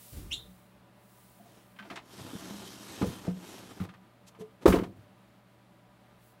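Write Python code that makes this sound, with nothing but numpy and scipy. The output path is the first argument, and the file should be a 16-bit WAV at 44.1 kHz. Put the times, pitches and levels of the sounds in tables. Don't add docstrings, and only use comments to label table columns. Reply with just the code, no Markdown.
import sys
import numpy as np
from scipy import signal
from scipy.fft import rfft, irfft
from scipy.io import wavfile
from scipy.ndimage import uniform_filter1d

SR = 44100
rng = np.random.default_rng(int(sys.argv[2]) if len(sys.argv) > 2 else 0)


def to_wav(s):
    ch = np.atleast_2d(s).T
    pcm = np.round(np.clip(ch, -1, 1) * 32767)
    wavfile.write(sys.argv[1], SR, pcm.astype(np.int16))


N = 282240


def gain_of(db):
    return 10 ** (np.asarray(db) / 20)


def unit_rms(x):
    return x / np.sqrt(np.mean(x ** 2) + 1e-20)


def read(points, hz):
    f, value = np.transpose(points)
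    return np.interp(np.log(hz + 1), np.log(f + 1), value)


def level(tables, column=1):
    t = np.arange(N) / SR
    gains = []
    for table in tables:
        columns = np.transpose(table)
        gains.append(gain_of(np.interp(t, columns[0], columns[column], -200, -200)))
    return uniform_filter1d(np.max(gains, axis=0), size=200)


def swells(rows, column=2):
    t = np.arange(N) / SR
    return sum(gain_of(row[column]) * np.sin(np.pi * np.clip((t - row[0]) / row[1], 0, 1)) ** 2
               for row in rows)


def add(mix, start_s, sound):
    part = mix[round(start_s * SR):][:len(sound)]
    part += sound[:len(part)]


def coloured(x, points):
    hz = np.fft.rfftfreq(len(x), 1 / SR)
    return unit_rms(irfft(rfft(x) * gain_of(read(points, hz)), len(x)))


def resonate(x, hz, width_hz):
    r = np.exp(-np.pi * width_hz / SR)
    g = (1 - r ** 2) / 2
    return signal.lfilter([g, 0, -g], [1, -2 * r * np.cos(2 * np.pi * hz / SR), r ** 2], x)


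def slow_noise(n, samples):
    noise = rng.standard_normal(n)
    return unit_rms(uniform_filter1d(uniform_filter1d(noise, samples), samples))


def flutter(spread_db, samples):
    return gain_of(spread_db * slow_noise(N, samples))


def slips(per_s, spread_db):
    size = gain_of(spread_db * np.minimum(rng.exponential(1, N), 4)) * rng.choice([-1., 1.], N)
    return unit_rms(size * (rng.random(N) < per_s / SR))


def patchy(x, spread_db):
    z = signal.stft(x, nperseg=512)[2]
    field = uniform_filter1d(rng.standard_normal(z.shape), size=8, axis=0)
    field = uniform_filter1d(field, size=14, axis=1)
    z = z * gain_of(spread_db * unit_rms(field))
    return unit_rms(signal.istft(z, nperseg=512)[1][:N])


# f/Hz, relative density/dB per Hz
AIR_SPECTRUM = [(25, -34.5), (55, -7), (86, -12.5), (150, -14.5), (200, -4.5), (364, -11), (480, -14.5),
                (632, -11.5), (1160, -15.5), (2000, -19.5), (4000, -26), (6000, -35.5), (10000, -34),
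                (16000, -36.5)]
# f/Hz, width/Hz, level/dB
WHIRR_LINES = [(188.2, 11, -66), (324, 11, -77), (451, 8, -78.5), (560, 10, -79.5), (586.3, 19, -72),
               (745, 10, -77.5), (810, 20, -87.5), (975, 10, -77.5), (1197, 10, -80)]
# start t/s, length/s, peak level/dB
RUSTLE_SWELLS = [(-.16, 0.44, -51.5), (-.1, 1, -63), (.85, 0.79, -61), (1.3, .8, -68), (3.82, .04, -60),
                 (6.15, 0.24, -65)]
# f/Hz, relative density/dB per Hz
RUSTLE_SPECTRUM = [(1180, -39), (2000, -3), (2200, -7), (3090, 0), (6420, -1), (9010, 4), (14200, 3.5),
                   (16000, 8)]
AIR_DB, HUM_HZ, HUM_DB = -64, 119, -66.5


def background():
    air_noise, whirr_noise, rustle_noise = rng.standard_normal((3, N))
    air = gain_of(AIR_DB) * coloured(air_noise, AIR_SPECTRUM) * flutter(0.626, samples=3000)
    sine = np.sqrt(2) * np.sin(2 * np.pi * HUM_HZ * np.arange(N) / SR)
    hum = gain_of(HUM_DB) * sine * flutter(.3, samples=6000)
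    whirr = sum(gain_of(db) * unit_rms(resonate(whirr_noise, hz, width_hz))
                for hz, width_hz, db in WHIRR_LINES)
    rustle = swells(RUSTLE_SWELLS) * coloured(rustle_noise, RUSTLE_SPECTRUM)
    return air + hum + whirr + rustle


# f/Hz, relative density/dB per Hz
FLOOR_SPECTRUM = [(22, -25.5), (40, 3), (62, 2.5), (100, -4.5), (180, -13.5), (300, -12), (700, -36)]
# peak t/s, level/dB, t60/s
FLOOR_THUDS = [(0.133, -41.5, 0.64), (0.174, -47, 1), (.32, -54, 0.3), (3.07, -37.5, .2), (3.3, -62, .4),
               (3.81, -45, 0.089), (4.682, -22.5, 0.3), (4.97, -67, 0.64)]
THUD_RISE_S, FLOOR_IDLE_DB, FLOOR_RE_SLIDE_DB = 0.021, -81, -27


def floor():
    t = np.arange(N) / SR
    shake = gain_of(FLOOR_IDLE_DB) + gain_of(FLOOR_RE_SLIDE_DB) * level(SLIDE_PULLS)
    for peak_s, db, t60_s in FLOOR_THUDS:
        rise = np.clip(1 + (t - peak_s) / THUD_RISE_S, 0, 1) ** 2
        shake += rise * gain_of(db - 60 * np.maximum(t - peak_s, 0) / t60_s)
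    return shake * coloured(rng.standard_normal(N), FLOOR_SPECTRUM)


SQUEAK_HARMONICS = [-0.5, -13, -21.5]
SQUEAK_START_S, SQUEAK_LENGTH_S, SQUEAK_LOW_HZ, SQUEAK_HIGH_HZ = .303, .049, 2300, 3980
SQUEAK_DB, SWELL_LEAN = -31, 1.25


def squeak():
    t = np.arange(0, SQUEAK_LENGTH_S, 1 / SR)
    u = t / SQUEAK_LENGTH_S
    hz = SQUEAK_LOW_HZ + (SQUEAK_HIGH_HZ - SQUEAK_LOW_HZ) * np.sin(np.pi / 2 * u) ** 1.3
    wobble, rasp = slow_noise(len(t), 36), slow_noise(len(t), 36)
    turns = np.cumsum(hz * (1 + .045 * wobble)) / SR
    tone = sum(gain_of(db) * np.sin(2 * np.pi * (k + 1) * turns) for k, db in enumerate(SQUEAK_HARMONICS))
    swell = np.sin(np.pi * u ** SWELL_LEAN)
    out = np.zeros(N)
    add(out, SQUEAK_START_S, gain_of(SQUEAK_DB) * swell * tone * (1 + .45 * rasp))
    return out


# t/s, clatter level/dB, ring level/dB, ring f/Hz, treble lift/dB
RATTLE_HITS = [(1.7608, -56, -70, 2020, -13), (1.7867, -44.5, -52.5, 1650, -10),
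               (1.786, -62, -63, 2990, -10), (1.795, -53, -51, 1640, -10), (1.8238, -49, -56, 856, -11),
               (1.8494, -55, -48, 740, -6), (1.9001, -39, -42.5, 1250, -2.5), (1.9124, -48, -42, 708, -14),
               (1.957, -39, -47, 710, 7), (1.9714, -40, -46, 890, -20), (3.016, -64, -31, 846, -2),
               (3.024, -55, -42, 1190, -8), (3.2704, -59, -42, 710, -9), (3.7994, -47.5, -45.5, 1080, 1),
               (3.8394, -74, -47.5, 750, 6), (3.8883, -50, -53, 1510, -15), (3.901, -72, -76, 2520, -25),
               (3.9369, -54, -55, 1510, -13), (4.3473, -59, -57, 1070, -16), (4.4094, -60, -52, 760, -8),
               (4.6568, -45, -18.5, 866, -5), (4.6757, -35, -22.5, 923, -8.5), (4.6994, -37, -32, 908, 0.5),
               (4.7227, -27, -30, 1260, -28), (4.7394, -49, -25, 720, -32), (4.756, -47, -27, 790, -26),
               (4.7842, -41.5, -38.5, 1084, -6), (4.8094, -48, -51, 740, -5), (4.8334, -48, -37, 767, -2)]
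# f/Hz, relative level/dB, width/Hz
PART_MODES = [(695, 7, 31), (881, 6.5, 180), (1060, -6.5, 69.2), (1226, 4, 89), (1632, -12, 24),
              (1930, -12, 58), (2502, -3.5, 120), (3100, 17.5, 150), (3750, -4.5, 230), (5300, -2, 250)]
# f/Hz, relative density/dB per Hz
CLATTER_SPECTRUM = [(400, -24), (900, 10), (2000, 12), (3200, 7), (4500, 0), (8000, -13.5), (16000, -30.5)]
RATTLE_T60_S, RATTLE_RISE_S, NEARNESS_DB_PER_OCTAVE = 0.097, 0.002, 36


def rattles():
    out, t = np.zeros(N), np.arange(SR // 8) / SR
    envelope = gain_of(-60 * t / RATTLE_T60_S) * (1 - np.exp(-t / RATTLE_RISE_S))
    high_pass = signal.butter(2, 5000, "high", fs=SR)
    for start_s, clatter_db, ring_db, centre_hz, treble_db in RATTLE_HITS:
        noise = rng.standard_normal(len(t))
        ring = np.zeros(len(t))
        for hz, db, width_hz in PART_MODES:
            near_db = -NEARNESS_DB_PER_OCTAVE * abs(np.log2(hz / centre_hz))
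            ring += gain_of(db + near_db) * unit_rms(resonate(noise, hz, width_hz))
        clatter = coloured(noise, CLATTER_SPECTRUM)
        treble = signal.filtfilt(*high_pass, clatter)
        clatter = clatter + (gain_of(treble_db) - 1) * treble
        burst = gain_of(clatter_db) * clatter + gain_of(ring_db) * unit_rms(ring)
        add(out, start_s, burst * envelope)
    return out


# t/s, wood rumble level/dB, scrape hiss level/dB
SLIDE_PULLS = [
    [(2.02, -67, -73), (2.13, -56, -56.5), (2.21, -49.5, -53), (2.54, -50, -51.5), (2.82, -53.5, -52),
     (2.95, -47, -49.5), (3.15, -50, -51.5), (3.25, -49, -58), (3.32, -52, -62)],
    [(3.32, -55, -64.5), (3.42, -53, -58), (3.48, -52, -52), (3.6, -51.5, -55), (3.78, -55, -61),
     (3.84, -46.5, -70), (3.87, -57, -92), (3.95, -67, -107)],
]
# start t/s, length/s, rumble peak/dB, hiss peak/dB
WOOD_RUBS = [(.1, 0.47, -60, -92), (1.35, 0.39, -65, -67), (1.78, 0.28, -52.5, -70),
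             (4.258, 0.051, -71, -57), (4.38, .06, -61, -58), (4.6, 0.069, -48, -69),
             (4.8, 0.058, -52, -81), (4.94, 0.16, -73, -97)]
# f/Hz, relative density/dB per Hz
SCRAPE_SPECTRUM = [(290, -35), (500, -2), (562, -21.5), (906, 2), (1510, -5), (1620, -7), (2130, -6.5),
                   (3250, -3), (9090, -8.5), (13400, -11.5), (16000, -32.5)]
# f/Hz, width/Hz, relative level/dB
SCRAPE_RINGS = [(1690, 26, 4.5), (3150, 123.6, -4.5), (3760, 150, -6.5), (5580, 1000, -10)]


def slide():
    coarse = slips(per_s=900, spread_db=0)
    rumble = np.zeros(N)
    for (hz, db, t60_s), tilt_db in zip(BOX_MODES, np.linspace(3, -6, len(BOX_MODES))):
        rumble += gain_of(db + tilt_db) * resonate(coarse, hz, 4.7 / t60_s)
    rumble = unit_rms(rumble) * flutter(2.3, samples=500)
    fine = slips(per_s=4900, spread_db=-1.5)
    rings = sum(gain_of(db) * flutter(2.1, samples=3500) * resonate(fine, hz, width_hz)
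                for hz, width_hz, db in SCRAPE_RINGS)
    hiss = patchy(coloured(fine + rings, SCRAPE_SPECTRUM), spread_db=1.5)
    hiss = hiss * flutter(0.64, samples=300) * flutter(0.41, samples=1500)
    rumble_gain = level(SLIDE_PULLS) + swells(WOOD_RUBS)
    hiss_gain = level(SLIDE_PULLS, column=2) + swells(WOOD_RUBS, column=3)
    return rumble_gain * rumble + hiss_gain * hiss


# t/s, peak level/dB, struck spot f/Hz, spread/octaves, ring/factor on t60
DRAWER_KNOCKS = [(0.476, -52, 170, 0.18, 1.3), (1.398, -52.5, 227, 0.17, 1.8),
                 (1.397, -51.5, 694, 0.079, 1.1), (1.455, -54, 693, 0.093, 2),
                 (1.789, -43, 1600, .08, 0.63), (1.8, -49, 204, 0.079, 1.7),
                 (2.207, -39.5, 127, 0.34, 0.36), (2.249, -36, 294, 0.75, 0.25),
                 (2.333, -33.5, 350, 0.37, 0.42), (2.352, -31.5, 187, 0.48, 0.16),
                 (2.501, -41, 201, 0.16, 4.1), (2.538, -44, 288, 0.56, .82), (3.014, -21, 318, 0.6, 0.57),
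                 (3.027, -17.5, 184, 0.63, 0.19), (3.043, -20, 396, 0.76, 0.27),
                 (3.072, -27.5, 174, 0.76, 0.31), (3.271, -35, 580, 0.43, 0.6),
                 (3.281, -30, 177, 0.095, 0.93), (3.28, -20.5, 220, 0.65, 0.29),
                 (3.803, -27.5, 197, 0.34, 0.29), (3.814, -25.5, 142, 0.61, 0.18),
                 (4.388, -45, 398, 0.15, 1), (4.405, -39, 178, 0.27, 0.27), (4.408, -41, 420, 0.13, .59),
                 (4.42, -41.5, 430, 0.087, 0.66), (4.656, -6, 374.5, 0.14, 0.4), (4.662, -7, 435, .4, 0.23),
                 (4.679, -16, 250, 0.42, 0.94), (4.686, -16, 540, 0.13, 0.24),
                 (4.695, -19, 193, 0.29, 0.69), (4.71, -24, 194, 0.22, 0.54),
                 (4.738, -12.5, 364, 0.1, 0.24), (4.744, -14.5, 416, 0.67, 0.33),
                 (4.759, -27, 286, .4, 1.5), (4.773, -25, 187, 0.54, 0.21), (4.796, -20, 359, 0.22, 0.27),
                 (4.815, -27.5, 200, 0.53, 0.23), (4.825, -22.5, 290, 0.5, 0.2),
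                 (4.863, -45.5, 100, 0.44, 0.35), (4.961, -50.5, 94, 0.72, 0.64)]
# f/Hz, relative level/dB, t60/s (before the ring factor)
BOX_MODES = [(66, -16.5, 0.3), (102.5, -4.5, 0.74), (129, 5.5, 0.24), (182.6, 3, 0.3), (202.6, 5, 0.13),
             (262.5, 2, 0.13), (292.6, 7.5, 0.081), (356, 0.5, 0.084), (435.2, -2.5, 0.24),
             (488.5, -3.5, 0.29), (524, -5.5, 0.14), (634, -3, 0.092), (699, -12.5, .1), (770, -1.5, .08),
             (800, -26.5, 0.042), (894, -11, 0.18), (975, -14.5, 0.085), (1183, -5.5, 0.051),
             (1385, -17.5, 0.04), (1543, -12, 0.19)]


def knocks():
    out, t = np.zeros(N), np.arange(SR // 4) / SR
    hz, mode_db, t60_s = np.transpose(BOX_MODES)[:, :, None]
    for start_s, peak_db, spot_hz, spread, ring in DRAWER_KNOCKS:
        away = np.log2(hz / spot_hz) / max(spread, .04)
        near_db = np.maximum(-9 * away ** 2, -24 - 4.3 * abs(away))
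        decay_db = -60 * t / (t60_s * max(ring, .1))
        modes = gain_of(mode_db + near_db + decay_db) * np.sin(2 * np.pi * hz * t)
        sound = modes.sum(axis=0) * (1 - np.exp(-.9 * spot_hz * t))
        add(out, start_s, gain_of(peak_db) * sound / abs(sound).max())
    return out


# f/Hz, t60/s
CABIN_T60 = [(150, 0.41), (1000, 0.26), (2600, 0.13), (3900, 0.26), (7500, .15), (12000, 0.31)]


def cabin(x):
    hz, t, z = signal.stft(rng.standard_normal(SR // 2), SR, nperseg=256)
    decay = gain_of(-60 * t / read(CABIN_T60, hz)[:, None])
    tail = signal.istft(z * decay, SR, nperseg=256)[1]
    tail = np.r_[np.zeros(90), tail]
    return signal.fftconvolve(x, tail / np.linalg.norm(tail))[:N]


def scene():
    bed = background() + floor()
    shoe = squeak()
    drawer = rattles() + slide() + knocks()
    wet = cabin(gain_of(-12) * drawer + shoe)
    return (bed + shoe + drawer + wet)[None]


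def record(dry):
    thin = signal.lfilter(*signal.butter(2, 45, "high", fs=SR), dry)
    band_limit = signal.firwin(511, 15850, window=("kaiser", 9), fs=SR)
    return signal.oaconvolve(thin, band_limit[None], "same")


dry = scene()
out = record(dry)
to_wav(out)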